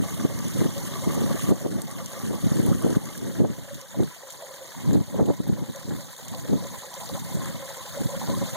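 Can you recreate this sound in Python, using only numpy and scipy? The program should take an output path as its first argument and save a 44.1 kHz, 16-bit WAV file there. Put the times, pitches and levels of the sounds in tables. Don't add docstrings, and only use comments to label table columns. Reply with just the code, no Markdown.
import sys
import numpy as np
from scipy import signal
from scipy.fft import rfft, irfft, next_fast_len
from scipy.io import wavfile
from scipy.ndimage import uniform_filter1d

SR = 44100
rng = np.random.default_rng(int(sys.argv[2]) if len(sys.argv) > 2 else 0)


def waveform_to_disk(signal):
    frames = np.transpose(np.atleast_2d(signal))
    scaled = np.clip(frames, -1, 1) * 32767
    samples = np.round(scaled).astype(np.int16)
    wavfile.write(sys.argv[1], SR, samples)


N = 377496

# time_s, level_db
WATER_LEVEL = [(0, -41), (.4, -42.5), (.6, -40), (1.4, -39.5), (2.1, -39.5), (2.6, -38.5), (3.7, -39.5),
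               (4.6, -40.5), (5.3, -40.5), (6, -42), (7.6, -41.5), (8.56, -38.5)]
# time_s, tilt (0 = upper tiers, 1 = basin)
CAMERA_TILT = [(3, 0), (4.3, 0.78), (6, 0.97)]
# frequency_hz, gain_db
TIER_SPRAY_COLOUR = [(700, -12), (1800, 1.5), (2400, -8.0), (2900, -2.5), (3600, -3.0), (4200, -7.0),
                     (4800, -8.5), (5500, -5.5), (7200, -2.0), (8500, -6.5), (9800, -4.5), (11000, -5.0),
                     (12700, -13.0), (14000, -9.5), (15400, -11.0)]
# frequency_hz, gain_db
BASIN_SPRAY_COLOUR = [(700, -12), (1800, 1), (2400, -6.0), (2900, -7.0), (3650, -1.0), (4800, -4.5),
                      (5500, -7.5), (7300, 0.8), (8900, -7.5), (9900, -4.5), (11000, -5.5), (12700, -11.0),
                      (14000, -8.5), (15400, -6.0)]
SPRAY_BANDS_HZ = [1800, 3000, 3700, 4400, 5800, 6600, 7400, 9500, 14000]
# frequency_hz, tier_db, basin_db
STREAM_COLOUR = [(39.8, -3, -5), (149, 7, 9.5), (250, -4, -1), (390, 14, 1.5), (520, 4, 2),
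                 (740, -1.5, -13), (1100, 1.5, -5), (1380, -25, -47), (1930, 4.5, 2), (2330, -23, -40),
                 (3820, -3.5, -3), (9100, -8.5, -42)]
# pitch_hz, width_hz, tier_db, basin_db
ICE_HOLLOWS = [(548.5, 48.4, -1.5, -1), (659.5, 48, -10.5, -10), (815, 185, -12.5, -7),
               (998, 81, -16, -9.5), (1154, 75, -9, -24.5), (2125, 57, -12.5, -14)]
# peak_s, half_width_s, level_db
WIND_GUSTS = [(0.0, 0.04, -19.5), (.22, 0.39, -27.5), (.62, 0.17, -25), (1.25, 0.27, -25.5),
              (1.77, 0.21, -24.5), (2.3, 0.081, -23.5), (2.62, 0.14, -21.5), (2.92, 0.12, -21.5),
              (3.23, 0.12, -22), (3.452, 0.093, -16), (3.75, 0.058, -30), (4.003, 0.048, -20.5),
              (4.93, 0.074, -17.5), (5.224, 0.071, -15), (5.5, 0.095, -21), (5.92, 0.11, -26.5),
              (6.349, 0.083, -34.5), (6.55, 0.095, -22.5), (7.14, 0.03, -30), (7.39, 0.17, -28),
              (8.03, 0.067, -28), (8.342, 0.12, -25.5)]
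# peak_s, level_db, corner_hz (before scaling by brightness)
EDDIES = [(0.253, -17.5, 375), (0.616, -19, 433), (0.658, -22, 406), (1.072, -24.5, 422),
          (1.179, -25.5, 480), (1.215, -28, 490), (1.352, -26.5, 398), (1.49, -20.5, 377),
          (1.521, -10, 440), (1.652, -23, 526), (1.663, -18, 500), (2.309, -24.5, 485), (2.337, -27.5, 520),
          (2.442, -19, 247), (2.468, -15.5, 258), (2.52, -17, 253), (2.568, -20.5, 270), (2.598, -15, 320),
          (2.66, -23, 330), (2.692, -18, 228), (2.718, -13.5, 264), (2.752, -18.5, 287),
          (2.848, -15.5, 386), (2.867, -15.5, 470), (2.969, -10.5, 274), (3.404, -14.5, 430),
          (3.42, -12, 340), (3.448, -12.5, 565), (3.503, -19, 288), (3.978, -25, 370), (4.002, -12.5, 390),
          (4.031, -17, 366), (4.898, -13, 206), (4.932, -18.5, 330), (4.957, -8.5, 340), (4.98, -13, 270),
          (5.012, -15.5, 231), (5.197, -17, 684), (5.212, -12, 402), (5.229, -19, 450), (5.289, -15, 480),
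          (5.302, -13, 532), (5.404, -18.5, 322), (5.497, -14.5, 290), (5.529, -16, 213), (5.625, -22, 304),
          (5.701, -25.5, 295), (6.497, -27, 412), (6.534, -15, 366), (8.017, -27.5, 417), (8.061, -23, 233),
          (8.371, -28, 290), (8.422, -24, 313)]
# start_s, level_db, pitch_hz, snap_decay_s
NEAR_DROPS = [(.389, -24, 6800, .0015), (.482, -25.5, 6860, 0.0017), (0.7803, -25, 7150, 0.0028),
              (.852, -27, 7060, .0012), (.938, -25, 3580, .0015), (1.144, -24, 6980, .002),
              (1.434, -23, 10000, .001), (1.818, -14, 7660, 0.0013), (1.912, -20.5, 8600, .0012),
              (2.06, -17, 7060, .0007), (2.6626, -16, 10000, .0007), (2.822, -21.5, 9300, .0015),
              (3.056, -20, 6610, 0.0014), (3.1768, -20, 9500, 0.0028), (3.744, -23, 6820, 0.0039),
              (3.813, -20, 5480, 0.0017), (4.035, -22.5, 3720, 0.00089), (4.304, -19.5, 6940, 0.0018),
              (4.323, -23, 5750, 0.0013), (4.932, -22, 6950, 0.00092), (5.479, -22, 12000, 0.00091),
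              (5.7596, -21, 6400, 0.0013), (6.282, -23, 6700, 0.003), (6.348, -21, 3740, 0.0011),
              (6.67, -26, 7460, 0.00084), (6.94, -22, 6600, .0015), (7.09, -24.5, 4220, 0.0027),
              (7.457, -26, 7300, .001), (8.3, -24.5, 4020, 0.0014)]
# start_s, level_db, pitch_hz, decay_s
LEDGE_SPLASHES = [(0.598, -31.5, 1910, .01), (1.3284, -31.5, 1510, 0.0085), (2.001, -23, 1210, 0.0052),
                  (2.725, -14, 1250, .003), (2.816, -21, 1160, 0.0047), (2.947, -25.5, 1500, 0.0047),
                  (5.903, -32, 1600, 0.0057), (7.456, -32, 1130, 0.0058)]
# start_s, level_db, pitch_hz
LARGE_BUBBLES = [(1.754, -21, 560), (3.705, -21, 563), (4.483, -24.5, 527), (4.608, -22, 528),
                 (5.14, -16, 566), (5.778, -28, 531), (5.872, -30, 550), (5.986, -26, 575),
                 (6.649, -21, 556), (6.965, -24, 540), (7.093, -25.5, 547), (7.404, -28.5, 1053),
                 (7.685, -26, 550), (7.971, -20, 562), (8.132, -21, 534), (8.335, -24, 1040),
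                 (8.481, -28, 546)]
# frequency_hz, correlation (1 = identical)
PORT_LIKENESS = [(230, 1), (550, 0.88), (1000, 0.83), (1700, 0.24), (2300, 0), (3700, -.1), (4900, 0.01),
                 (7000, 0.48), (9500, -.15), (16000, -.1)]

FFT_SIZE = next_fast_len(N, real=True)
TIME, FREQ = np.arange(N) / SR, np.fft.rfftfreq(FFT_SIZE, 1 / SR)


def gain_of(db):
    return 10 ** (np.asarray(db) / 20)


def unit_rms(x):
    return x / np.sqrt(np.mean(x ** 2) + 1e-20)


def over_time(rows):
    return np.interp(TIME, *np.transpose(rows))


def over_frequency(rows):
    hz, value = np.transpose(rows)
    return np.interp(np.log(FREQ + 1), np.log(hz + 1), value)


def coloured(x, gain):
    return unit_rms(irfft(rfft(x, FFT_SIZE) * gain, FFT_SIZE)[..., :N])


def wander(hz):
    return coloured(rng.standard_normal(N), 1 / (1 + (FREQ / hz) ** 2))


def add(mix, start_s, sound):
    part = mix[:, max(round(start_s * SR), 0):][:, :sound.shape[1]]
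    part += sound[:, :part.shape[1]]


def at_ports(x):
    likeness = np.clip(over_frequency(PORT_LIKENESS), -1, 1)
    common, apart = rfft(x, FFT_SIZE) * np.sqrt([1 + likeness, 1 - likeness])
    return unit_rms(irfft(np.array([common + apart, common - apart]), FFT_SIZE)[:, :N])


def aimed(tiers, basin):
    tilt = np.clip(over_time(CAMERA_TILT), 0, 1)
    return (1 - tilt) * tiers + tilt * basin


def impacts(per_s, spread_db):
    size = gain_of(spread_db * np.minimum(rng.exponential(1, (2, N)), 4.5))
    polarity = np.sign(rng.standard_normal((2, N)))
    lands = rng.random((2, N)) < per_s / SR
    return unit_rms(size * polarity * lands)


def splats(per_s, decay_s, spread_db):
    when, size = rng.random((round(per_s * N / SR), 2)).T
    energy = np.bincount((when * N).astype(int), gain_of(-spread_db * np.log(size + .04)) ** 2, N)
    return unit_rms(np.sqrt(signal.lfilter([1], [1, -np.exp(-2 / (decay_s * SR))], energy)))


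def spray(level_db=0.24, clump_share=0.19, swell_db=0.85, swell_hz=11, low_cut_hz=900):
    drops = at_ports(impacts(per_s=14000, spread_db=3) + rng.standard_normal((2, N)))
    spectrum, patter = rfft(drops, FFT_SIZE), 0
    for weights, hz in zip(np.eye(len(SPRAY_BANDS_HZ)), SPRAY_BANDS_HZ):
        band = irfft(spectrum * np.interp(FREQ, SPRAY_BANDS_HZ, weights), FFT_SIZE)[:, :N]
        blob_share = np.interp(hz, [4000, 7000, 10000], [.5, .36, .2])
        blobs = splats(per_s=55, decay_s=.006, spread_db=3)
        patter = patter + band * unit_rms(1 - blob_share + blob_share * blobs)
    clumps = splats(per_s=90, decay_s=.0064, spread_db=3.5)
    swell = gain_of(swell_db * wander(swell_hz))
    patter = patter * swell * (1 - clump_share + clump_share * clumps)
    low_cut = FREQ ** 2 / (FREQ ** 2 + low_cut_hz ** 2)
    tiers = coloured(patter, low_cut * gain_of(over_frequency(TIER_SPRAY_COLOUR)))
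    basin = coloured(patter, low_cut * gain_of(over_frequency(BASIN_SPRAY_COLOUR)))
    return gain_of(level_db) * aimed(tiers, basin)


def streams(tier_splash_db=-4.8, basin_splash_db=-8.2, hollow_db=-3.8):
    surges = .65 + splats(per_s=65, decay_s=.018, spread_db=2.9)
    slaps = at_ports(impacts(per_s=2500, spread_db=2.5)) * surges
    colour = np.array(STREAM_COLOUR)
    tiers = coloured(slaps, gain_of(over_frequency(colour[:, [0, 1]])))
    basin = coloured(slaps, gain_of(over_frequency(colour[:, [0, 2]])))
    out = aimed(gain_of(tier_splash_db) * tiers, gain_of(basin_splash_db) * basin)
    for hz, width_hz, tier_db, basin_db in ICE_HOLLOWS:
        resonance = 1j * FREQ * width_hz / (hz ** 2 - FREQ ** 2 + 1j * FREQ * width_hz)
        skirt = 1 / (1 + ((FREQ - hz) / (3 * width_hz)) ** 2)
        trapped_air = splats(per_s=45, decay_s=.014, spread_db=2.6)
        notes = coloured(slaps * trapped_air, resonance * skirt)
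        out = out + gain_of(hollow_db + aimed(tier_db, basin_db)) * notes
    return out


def bubbles(level_db, low_hz, high_hz, per_s, decay_cycles, spread_db, glide, pitches=40):
    out = np.zeros((2, N))
    for hz in np.geomspace(low_hz, high_hz, pitches):
        age = np.arange(round(5 * decay_cycles * SR / hz)) * hz / SR / decay_cycles
        envelope = (1 - np.exp(-8 * age)) * np.exp(-age)
        ring = envelope * np.sin(2 * np.pi * decay_cycles * age * (1 + glide * age / 2))
        for when, size, side in rng.random((round(per_s * N / SR / pitches), 3)):
            pair = np.array([np.roll(ring, round(4 * side)), np.roll(ring, round(4 * (1 - side)))])
            add(out, when * N / SR, gain_of(-spread_db * np.log(size + .05)) * pair)
    return gain_of(level_db) * unit_rms(out)


def wind_db(draught_db=-51.5, roundness=1.16):
    power, t = gain_of(draught_db) ** 2, TIME[::32]
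    for peak_s, half_width_s, db in WIND_GUSTS:
        outline = np.exp(-np.minimum(abs(t - peak_s) / half_width_s, 10) ** roundness)
        power = power + (gain_of(db) * outline) ** 2
    return np.interp(TIME, t, 10 * np.log10(power))


def turbulence(hz, corner_hz, slope=3.4, low_cut_hz=106):
    low_cut = ((hz / low_cut_hz) ** 3 + .05) / np.sqrt(1 + (hz / low_cut_hz) ** 6)
    return low_cut / np.sqrt(1 + (hz / corner_hz) ** (2 * slope))


def wind_rumble(level_db=0.5, calm_hz=195, gust_hz=295, lump_db=5, lump_hz=35, flutter_db=4):
    strength_db = wind_db() + flutter_db * np.tanh(wander(hz=10))
    push = rng.standard_normal((2, N)) * gain_of(lump_db * np.tanh([wander(lump_hz), wander(lump_hz)]))
    calm, gusty = (coloured(push, turbulence(FREQ, hz)) for hz in (calm_hz, gust_hz))
    gust_share = np.interp(strength_db, [-36, -18], [0, 1])
    return gain_of(strength_db + level_db) * ((1 - gust_share) * calm + gust_share * gusty)


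def buffets(level_db=-5, width_s=0.0052, brightness=0.85, samples=4096):
    out, t = np.zeros((2, N)), (np.arange(samples) - samples // 2) / SR
    freq = np.fft.rfftfreq(samples, 1 / SR)
    for peak_s, db, corner_hz in EDDIES:
        push = rfft(rng.standard_normal((2, samples)) / (1 + (t / width_s) ** 2))
        thump = unit_rms(irfft(push / abs(push) * turbulence(freq, corner_hz * brightness)))
        shared, opposed = thump / np.sqrt(2)
        add(out, peak_s + t[0], gain_of(db + level_db) * np.array([shared + opposed, shared - opposed]))
    return out


def near_drops(snap_db=-7, spatter_db=-11, spatter_s=0.0036, relative_width=0.12):
    out, t = np.zeros((2, N)), np.arange(SR // 30) / SR
    freq = np.fft.rfftfreq(len(t), 1 / SR)
    for start_s, db, hz, decay_s in NEAR_DROPS:
        snap_noise, spatter_noise = rfft(rng.standard_normal((2, 2, len(t))))
        broad_band = freq * hz / (freq ** 2 + hz ** 2)
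        narrow_band = 1 / (1 + ((freq / hz - 1) / relative_width) ** 2)
        snap = unit_rms(irfft(snap_noise * broad_band)) * np.exp(-t / decay_s)
        spatter = unit_rms(irfft(spatter_noise * narrow_band)) * np.exp(-t / spatter_s)
        add(out, start_s, gain_of(db + snap_db) * snap + gain_of(db + spatter_db) * spatter)
    return out


def ledge_splashes(level_db=-1, rise_s=0.006, relative_width=0.18):
    out, t = np.zeros((2, N)), np.arange(SR // 8) / SR
    freq = np.fft.rfftfreq(len(t), 1 / SR)
    for start_s, db, hz, decay_s in LEDGE_SPLASHES:
        envelope = (1 - np.exp(-t / rise_s)) * np.exp(-t / decay_s)
        band = 1 / (1 + ((freq / hz - 1) / relative_width) ** 4)
        burst = unit_rms(irfft(rfft(rng.standard_normal(len(t))) * band, len(t)))
        add(out, start_s, gain_of(db + level_db) * envelope * np.array([burst, burst]))
    return out


def gulps(level_db=-4.5, rise_s=.005, decay_s=0.016, unsteadiness=.5):
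    out, t = np.zeros((2, N)), np.arange(SR // 8) / SR
    envelope = (1 - np.exp(-t / rise_s)) * np.exp(-t / decay_s)
    for start_s, db, hz in LARGE_BUBBLES:
        ring = envelope * np.sin(2 * np.pi * hz * t)
        add(out, start_s, gain_of(db + level_db) * np.array([ring, ring]))
    return out * (1 + unsteadiness * wander(hz=110))


def scene():
    gurgle = bubbles(level_db=-15.5, low_hz=728.5, high_hz=2150, per_s=200,
                     decay_cycles=14.7, spread_db=5.5, glide=.0407)
    tinkle = bubbles(level_db=-13, low_hz=3000, high_hz=7500, per_s=300,
                     decay_cycles=14, spread_db=3.8, glide=.005)
    water = gain_of(over_time(WATER_LEVEL) + 0.5) * (spray() + streams() + gurgle + tinkle)
    return water + gulps() + ledge_splashes() + near_drops() + wind_rumble() + buffets()


def held(over_db, db_per_s):
    return np.maximum.accumulate(over_db + db_per_s * TIME) - db_per_s * TIME


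def limiter(x, threshold_db=-15.5, window_s=0.017, attack_s=0.0037, slow_share=0.86):
    power = abs(uniform_filter1d((x ** 2).mean(0), round(window_s * SR)))
    over_db = np.maximum(10 * np.log10(power + 1e-12) - threshold_db, 0)
    dip_db = np.maximum(held(over_db, db_per_s=13), held(slow_share * over_db, db_per_s=3.5))
    lag = np.exp(-1 / (attack_s * SR))
    return x / gain_of(signal.lfilter([1 - lag], [1, -lag], dip_db))


def record(dry):
    delay_samples, cutoff_hz = 17, 15800
    other_port = np.pad(dry[::-1], ((0, 0), (delay_samples, 0)))[:, :N]
    wide = (dry - other_port) / np.sqrt(2)
    low_pass = signal.firwin(511, cutoff_hz, window=("kaiser", 9), fs=SR)
    return signal.oaconvolve(limiter(wide), low_pass[None], "same")


dry = scene()
out = record(dry)
waveform_to_disk(out)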